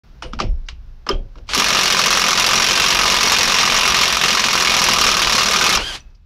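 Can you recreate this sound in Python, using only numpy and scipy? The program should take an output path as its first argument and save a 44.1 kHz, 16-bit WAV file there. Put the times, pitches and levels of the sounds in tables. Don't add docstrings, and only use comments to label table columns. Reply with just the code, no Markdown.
import sys
import numpy as np
from scipy import signal
from scipy.fft import rfft, irfft
from scipy.io import wavfile
from scipy.ndimage import uniform_filter1d

SR = 44100
rng = np.random.default_rng(int(sys.argv[2]) if len(sys.argv) > 2 else 0)


def amplitude_ratio(level_db):
    exponent = np.asarray(level_db, float) / 20
    return 10 ** exponent


def file_out(sig):
    cols = np.atleast_2d(sig).T
    lim = np.clip(cols, -1, 1)
    pcm = np.round(lim * 32767).astype(np.int16)
    wavfile.write(sys.argv[1], SR, pcm)


N = 275801

# mode_hz, level_db
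HUB_MODES = [(182, -13), (376, -8.5), (520, -5.5), (640, -5.5), (952, -13), (1015, 7), (1160, -2),
             (1230, 0.5), (1533, 4), (1954, -30.5), (2208, 7.5), (2450, 8.5), (2566, 4.5), (2720, 7),
             (2880, 5), (3030, -10), (3408, -21.5), (3620, 2.5), (4320, -9.5), (4758, 2), (5115, -21),
             (5465, 0.5), (5754, 5), (6700, -4), (9210, -24.5), (10700, -10)]
# blows_struck, time_s
HAMMER_PACE = [(0, 1.5778), (11, 1.811), (39, 2.443), (54, 2.776), (65, 3.0115), (77, 3.2742),
               (107, 3.9432), (128, 4.4165), (135, 4.576), (144, 4.789), (145, 4.8172), (149, 4.9085),
               (165, 5.3225), (168, 5.407), (174, 5.56), (179, 5.6912), (180, 5.7259), (181, 5.75)]


def rms_one(x):
    return x / np.sqrt(np.mean(x ** 2) + 1e-20)


def in_time(rows):
    s, *columns = np.transpose(rows)
    time = np.arange(N) / SR
    return [np.interp(time, s, column) for column in columns]


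def at_hz(points, hz):
    table_hz, table_db = np.transpose(points)
    return np.interp(np.log(hz), np.log(table_hz), table_db)


def colour(x, points):
    size = 4096
    hz = np.arange(size // 2 + 1) * SR / size + 1
    cepstrum = irfft(np.log(amplitude_ratio(at_hz(points, hz))))
    cepstrum[1:size // 2] *= 2
    cepstrum[size // 2 + 1:] = 0
    response = irfft(np.exp(rfft(cepstrum)))
    return signal.fftconvolve(x, response)[:len(x)]


def band(x, low_hz, high_hz):
    edges_hz = [low_hz, min(high_hz, SR / 2.1)]
    return signal.sosfilt(signal.butter(2, edges_hz, "band", fs=SR, output="sos"), x)


def drift(rate_hz):
    r = np.exp(-2 * np.pi * rate_hz / SR)
    slow = signal.lfilter([1], [1, -2 * r, r * r], rng.standard_normal(N + SR))
    return rms_one(slow[SR:])


def ring(clicks, hz, t60):
    r, w = amplitude_ratio(-60 / (t60 * SR)), 2 * np.pi * hz / SR
    return signal.lfilter([0, np.sin(w)], [1, -2 * r * np.cos(w), r * r], clicks + 1e-18)


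def air():
    # hz, level_db
    air_spectrum = [(71, -47), (120, 8.5), (188, -2.5), (483, -13), (1620, -16.5), (1860, -20.5),
                    (5630, -26), (8140, -45.5), (16000, -40)]
    # time_s, level_db
    air_drift = [
        (.03, 1.5),
        (.9, -1.5),
        (1.4, -0.5),
        (5.9, 6),
        (6.25, -12),
    ]
    base_db, low_db = -52, -2
    level_db, = in_time(air_drift)
    hiss = rms_one(colour(rng.standard_normal(N), air_spectrum))
    low = signal.sosfilt(signal.butter(1, 2000, fs=SR, output="sos"), hiss)
    return amplitude_ratio(base_db + level_db + 0.6 * drift(4)) * (hiss + (amplitude_ratio(low_db) - 1) * low)


def chassis():
    # time_s, peak_db
    jolts = [
        (.262, -25),
        (.37, -21),
        (0.442, -11.5),
        (.73, -30),
        (1.131, -17.5),
        (1.375, -34.5),
        (1.72, -30),
        (2.62, -33.5),
        (5.01, -29.5),
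        (5.76, -22),
    ]
    # mode_hz, level_db, t60_s
    springs = [(27.97, -4, 1.28), (54, -3, 0.25), (109, -3, 0.081)]
    # low_hz, high_hz, rest_db, hammering_db, jolt_share_db, jolt_t60_s
    rumble = [(22, 37, -51, -48.5, -13.5, 1.14), (36.3, 65, -49.5, -42.5, -9.5, 0.67),
              (65.5, 110, -59, -54.5, -18, .5), (110, 230, -67.5, -56.5, -23.5, .4)]
    lumpy_db, swell_s = 3.0, 0.063
    time, clicks = np.arange(N) / SR, np.zeros(N)
    for s, peak_db in jolts:
        clicks[int(s * SR)] = amplitude_ratio(peak_db)
    out = sum(amplitude_ratio(level_db - 5.0) * ring(clicks, hz, t60) for hz, level_db, t60 in springs)
    struck = (time > HAMMER_PACE[0][1]) * (time < HAMMER_PACE[-1][1])
    hammering = uniform_filter1d(1.0 * struck, size=4000)
    for low_hz, high_hz, rest_db, busy_db, share_db, t60 in rumble:
        dying = signal.lfilter([1], [1, -amplitude_ratio(-60 / (t60 * SR))], clicks)
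        swell = uniform_filter1d(dying, int(swell_s * SR))
        level = amplitude_ratio(rest_db) + amplitude_ratio(busy_db) * hammering + amplitude_ratio(share_db) * swell
        noise = band(band(rng.standard_normal(N), low_hz, high_hz), 0.87 * low_hz, 1.02 * high_hz)
        out += level * amplitude_ratio(lumpy_db * drift(3.9)) * rms_one(noise)
    return out


def scuffs():
    # time_s, level_db, t60_s
    scuff_events = [
        (0.661, -54, 0.13),
        (6.1, -65, 0.11),
        (6.148, -56, .08),
    ]
    time = np.arange(N) / SR
    noise = rms_one(band(band(rng.standard_normal(N), 4300, 5800), 4000, 6600))
    envelope = np.zeros(N)
    for s, level_db, t60 in scuff_events:
        envelope += amplitude_ratio(level_db - 60 * np.abs(time - s) / t60) * np.clip((time - s) / 0.004, 0, 1)
    return noise * envelope


def rings():
    # start_s, mode_hz, level_db, t60_s
    ring_events = [(.222, 8900, -49, 0.25), (0.223, 5450, -45, 0.18), (0.234, 2920, -37, 0.24),
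                   (.245, 501, -32, 0.38), (0.333, 1270, -24, 0.039), (0.334, 228, -31.5, 0.28),
                   (0.401, 1196, -10.5, 0.035), (.4, 756, -25, 0.1), (0.404, 5420, -41, 0.4),
                   (.41, 518, -32, 0.34), (0.413, 335, -33, 0.41), (0.689, 2710, -42, .1),
                   (1.091, 5200, -12, 0.022), (1.092, 1206, -15, 0.11), (1.099, 386, -18.5, 0.25),
                   (1.101, 547, -23.5, 0.33), (1.112, 3150, -12, 0.057), (1.113, 3240, -31, 0.2),
                   (1.112, 6500, -40, .06), (5.95, 2580, -46, 0.53), (6.004, 5900, -47, 0.13),
                   (1.566, 207, -28, 0.6), (1.57, 274, -25, 0.64), (1.57, 397, -23, 0.46)]
    out, chatter, flutter = np.zeros(N + SR), np.hanning(90), amplitude_ratio(4.0 * drift(60))
    for s, hz, level_db, t60 in ring_events:
        push, at = np.zeros(SR), int(s * SR)
        push[:len(chatter)] = chatter * np.sin(2 * np.pi * hz * np.arange(len(chatter)) / SR)
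        push *= amplitude_ratio(level_db) / chatter.sum()
        start = rng.integers(N - SR)
        pair = ring(push, hz, t60) + ring(push, hz * 1.012, 0.5 * t60)
        out[at:at + SR] += flutter[start:start + SR] * pair
    return out[:N]


def knocks():
    # start_s,
    # peak_db, thud_db, clack_db, tail_share_db
    knock_events = [(0.2223, -23, -6, 3, 6), (0.328, -38.5, -23, -2, -13), (0.3336, -24.5, -8, -2, -13),
                    (0.389, -24, -11, 8, -7), (0.4001, -11.5, -5, -3, -7), (0.4201, -19.5, -3, -24, -23),
                    (0.6855, -16.5, -27, -6.5, -15.5), (1.065, -28, 1.5, 10, -1),
                    (1.0887, -12, -4, 4, -5.5), (1.1137, -29, 0, -8, -13), (1.355, -44, 5, 9.5, -8.5),
                    (1.376, -44.5, 4.5, -4, -18), (1.383, -36.5, -6, -3, -21),
                    (1.4704, -45, -13.5, -16, -14), (1.48, -37, -18.5, -20, -14.5),
                    (1.489, -19.5, -20, -3, 0), (5.772, -2.5, -17, 1.5, -6), (6.1474, -54, -14, -20, -9)]
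    # low_hz, high_hz, rise_s, tail_t60_s
    parts = [(169, 610, 0.015, 0.33), (815, 1560, 0.0013, 0.14), (2070, 3280, 0.00052, 0.19),
             (3800, 5750, 0.00056, .15), (6600, 6700, .0004, 0.071)]
    out = np.zeros(N + SR)
    age = np.arange(SR // 3) / SR
    for s, peak_db, thud_db, clack_db, tail_db in knock_events:
        part_levels_db = [thud_db, clack_db, 0, -1.5, -30]
        at = int(s * SR)
        for (low_hz, high_hz, rise, t60), part_db in zip(parts, part_levels_db):
            burst = np.exp(-age / (0.003 + rise))
            tail = amplitude_ratio(tail_db - 60 * age / t60)
            shape = (1 - np.exp(-age / rise)) * (burst + tail)
            noise = band(rng.standard_normal(len(age)), low_hz, high_hz)
            noise = rms_one(band(noise, low_hz * 0.62, high_hz * 1.36))
            out[at:at + len(age)] += amplitude_ratio(peak_db + part_db - 9.5) * noise * shape / shape.max()
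    return out[:N]


def tone(rows, partials, beat_hz):
    hz, level_db = in_time(rows)
    time = np.arange(N) / SR
    turn = 2 * np.pi * np.cumsum(hz * (1 + 0.015 * drift(257))) / SR
    beat = 1 + 0.33 * np.sin(2 * np.pi * beat_hz * time + 1.1 * drift(40))
    chord = sum(amplitude_ratio(part_db + 2.9 * drift(90)) * np.sin(k * turn) for k, part_db in partials)
    return chord * beat * amplitude_ratio(level_db + 4.0) * (time > rows[0][0]) * (time < rows[-1][0])


def motor():
    # time_s, whirr_db
    effort = [
        (1.468, -65),
        (1.489, -47),
        (1.494, -27.5),
        (5.8, -28.5),
        (5.9, -31),
        (5.93, -30.5),
        (5.955, -27),
        (5.98, -40),
        (6.07, -78),
    ]
    # hz, level_db
    whirr_spectrum = [(88, -43), (150, -18), (905, -13.5), (1600, -12), (2060, -13.5), (3220, -9),
                      (3700, -10.5), (4860, -12), (7180, -18.5), (16000, -31.5)]
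    # time_s, mesh_hz, whine_db
    whine = [
        (5.77, 1270, -38),
        (5.8, 1375, -34),
        (5.84, 1560, -35),
        (5.884, 1630, -30.5),
        (5.905, 1576, -31),
        (5.925, 1490, -42),
        (5.975, 1044, -51),
    ]
    # multiple, level_db
    mesh = [(1, -7), (2, 1.5), (3, -6), (4, -12), (5, -31), (6.43, -25), (7.1, -28)]
    # time_s, pitch_hz, level_db
    squeal = [
        (5.925, 3500, -60),
        (5.935, 3420, -36),
        (5.96, 2800, -39),
        (5.985, 2200, -62),
    ]
    spin_up_s, spin_up_db = 0.065, -22
    brush_db, stop_s, stop_db_per_s = -48, 5.965, 900
    time, (whirr_db,) = np.arange(N) / SR, in_time(effort)
    hiss_db = brush_db + spin_up_db * np.maximum(1 - (time - effort[1][0]) / spin_up_s, 0)
    hiss_db -= stop_db_per_s * np.maximum(time - stop_s, 0)
    noise = colour(rng.standard_normal(N), whirr_spectrum)
    whirr = amplitude_ratio(whirr_db + 0.91 * drift(60)) * rms_one(band(noise, 54, 6600))
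    hiss = band(band(rng.standard_normal(N), 5200, 11000), 5200, 15000)
    whirr += amplitude_ratio(hiss_db) * rms_one(hiss)
    running = time > effort[0][0]
    return whirr * running + tone(whine, mesh, beat_hz=134) + tone(squeal, [(0.97, 0)], beat_hz=90.5)


def hub_t60(hz):
    return 0.075 * (1000 / hz) ** 0.3


def strike(rows, spread_db):
    at, out = (rows[:, 0] * SR).astype(int), np.zeros(N)
    shares = amplitude_ratio(spread_db * rng.standard_normal((len(at), len(HUB_MODES))))
    shares = shares * rng.choice([-1, 1], len(HUB_MODES))
    for k, (hz, level_db) in enumerate(HUB_MODES):
        clicks = np.zeros(N)
        clicks[at] = amplitude_ratio(rows[:, 1] + level_db) * shares[:, k]
        out += ring(clicks, hz, hub_t60(hz))
    return out


def rattled_hub(push):
    wander, out = drift(5.2), np.zeros(N)
    for hz, level_db in HUB_MODES:
        swell_db = 3.26 * np.roll(wander, int(hz * 30))
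        out += amplitude_ratio(level_db + swell_db) * ring(push, hz, 0.64 * hub_t60(hz))
    return out


def blow_table():
    # time_s, strength_db, sharpness_db
    first_blows = [
        (1.534, -19.5, -20),
        (1.5477, -16, 6),
    ]
    # time_s, change_db
    accents = [(1.791, 3.5), (1.857, -1), (1.9905, 5), (2.059, 5), (2.399, 6), (2.532, 3.5), (2.731, -3),
               (3.1, 1), (3.189, -1), (3.228, 3.5), (3.319, 6.5), (3.631, 2), (3.898, -3), (4.1, -6.5),
               (4.146, -6.5), (4.193, -7), (4.237, 3), (4.283, 3), (4.394, -2), (4.416, -8), (4.552, 2.5),
               (4.741, 4), (4.84, 2.5), (4.886, 5.5), (5.039, 4), (5.0615, 5.5), (5.0876, 3), (5.14, -4),
               (5.377, 2.5), (5.667, 5)]
    blow_db, blow_spread_db, jitter_s = -14, 1.5, 0.0007
    sharp_spread_db, sharp_start_db, settle_s = 2.5, 3.5, 0.08
    struck, s = np.transpose(HAMMER_PACE)
    chance = rng.standard_normal((int(struck[-1]) + 1, 3))
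    at = np.interp(np.arange(len(chance)), struck, s) + jitter_s * chance[:, 0]
    strength_db = blow_db + blow_spread_db * chance[:, 1]
    for accent_s, accent_db in accents:
        strength_db[np.argmin(np.abs(at - accent_s))] = blow_db + accent_db
    sharp_db = sharp_spread_db * chance[:, 2] + sharp_start_db * np.exp(-(at - at[0]) / settle_s)
    return np.vstack([first_blows, np.transpose([at, strength_db, sharp_db])])


def hammer():
    # hz, level_db
    hammered = [(65, -30.5), (110, -19), (219, -6), (299, -22.5), (392, -9), (660, -9), (717, -11),
                (1210, -0.5), (1620, -3.5), (2500, -6.5), (4580, -7), (5530, -5), (7720, -22),
                (11000, -25.5), (16000, -38)]
    # low_hz, high_hz, level_db, crack_db, fade_db_per_cycle, end_pinch_db
    rattle_ranges = [(602, 903, 0, -26.5, 0, 12.5), (845, 1476, 6, 0.5, 10, 10),
                     (1537, 2330, 5.5, -14, 10, 7.5), (2200, 3690, 5, 3.5, 3.5, 10.5),
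                     (4130, 4930, 6, -15, 3, 19.5), (5200, 8130, 3.5, 1, 1.5, 19)]
    fresh = 0.58
    pinch_spread, long_pause_per_s, pinch_power = 0.5, 50, 4
    torque_s = 1.56

    blows = blow_table()
    time = np.arange(N) / SR
    last = np.clip(np.searchsorted(blows[:, 0], time) - 1, 0, len(blows) - 1)
    since = np.abs(time - blows[last, 0])
    wound = since / np.diff(blows[:, 0], append=blows[-1, 0] + 0.0256)[last]
    working = (time >= blows[0, 0]) * (time < blows[-1, 0] + 0.06)
    strength = amplitude_ratio(blows[last, 1]) * working

    alike = rng.standard_normal(N)[(since * SR).astype(int)]
    crack = alike * (1 - fresh) + fresh * rng.standard_normal(N)
    crack = crack * np.exp(-since / 0.0027) * strength

    contacts = (rng.random(N) < 9000 / SR) * amplitude_ratio(2.4 * np.minimum(rng.exponential(1, N), 4))
    contacts = rms_one(contacts * rng.choice([-1, 1], N)) * strength * amplitude_ratio(0.84 * drift(100))

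    delay = np.diff(blows[:, 0], append=blows[-1, 0] + 0.03) - 0.022
    pause = 1 + pinch_spread * rng.standard_normal(len(blows)) + long_pause_per_s * delay
    pause = np.clip(pause, 0, 3.0)[last]

    white = rng.standard_normal(N) * strength
    torque = white * amplitude_ratio(-3.0 * np.cos(2 * np.pi * (wound - 0.25))) * (time > torque_s)
    drive = amplitude_ratio(-4.5) * band(torque, 30, 550)
    for low_hz, high_hz, part_db, crack_db, fade_db, pinch_db in rattle_ranges:
        seated_db = rng.standard_normal(len(blows))[last] + drift(90)
        contact_db = -fade_db * wound - pinch_db * pause * wound ** pinch_power
        rattle = contacts * amplitude_ratio(contact_db) + amplitude_ratio(crack_db) * crack
        drive += amplitude_ratio(part_db - 2) * band(rattle * amplitude_ratio(seated_db), low_hz, high_hz)

    sharp_db = blows[last, 2] * np.clip(1 - wound, 0, 1) - 16.3 * wound
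    sharp = (0.95 * contacts + 1.27 * white) * amplitude_ratio(sharp_db)
    drive += amplitude_ratio(1.5) * band(sharp + amplitude_ratio(3.0) * crack, 7800, 20000)

    scale = 1 / np.std(colour(rng.standard_normal(SR), hammered))
    body = amplitude_ratio(5.0) * scale * colour(drive, hammered)
    excited = amplitude_ratio(-41) * rattled_hub(contacts * amplitude_ratio(-5.0 * wound))
    return body + excited + amplitude_ratio(-13.0) * strike(blows, spread_db=4.0)


def scene():
    return (air() + chassis() + scuffs() + rings() + knocks() + motor() + hammer())[None]


def low_pass(x):
    return signal.sosfilt(signal.butter(12, 16300, fs=SR, output="sos"), x)


def record(dry):
    start_s, limit_db, release_db_per_s, cutoff_hz = 0.0346, -5.5, 239, 16500
    time = np.arange(N) / SR
    x = dry * np.clip((time - start_s) / 0.0026, 0, 1)
    over_db = np.maximum(20 * np.log10(np.abs(x[0]) + 1e-9) - limit_db, 0)
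    release_db = release_db_per_s * time
    held_db = np.maximum.accumulate(over_db + release_db) - release_db
    gain = amplitude_ratio(-0.6 * uniform_filter1d(held_db, size=45))
    limited = 0.75 * np.tanh(x * gain / 0.75)
    cut = signal.sosfilt(signal.cheby2(14, 70, cutoff_hz, fs=SR, output="sos"), limited)
    return low_pass(cut)


dry = scene()
out = record(dry)
file_out(out)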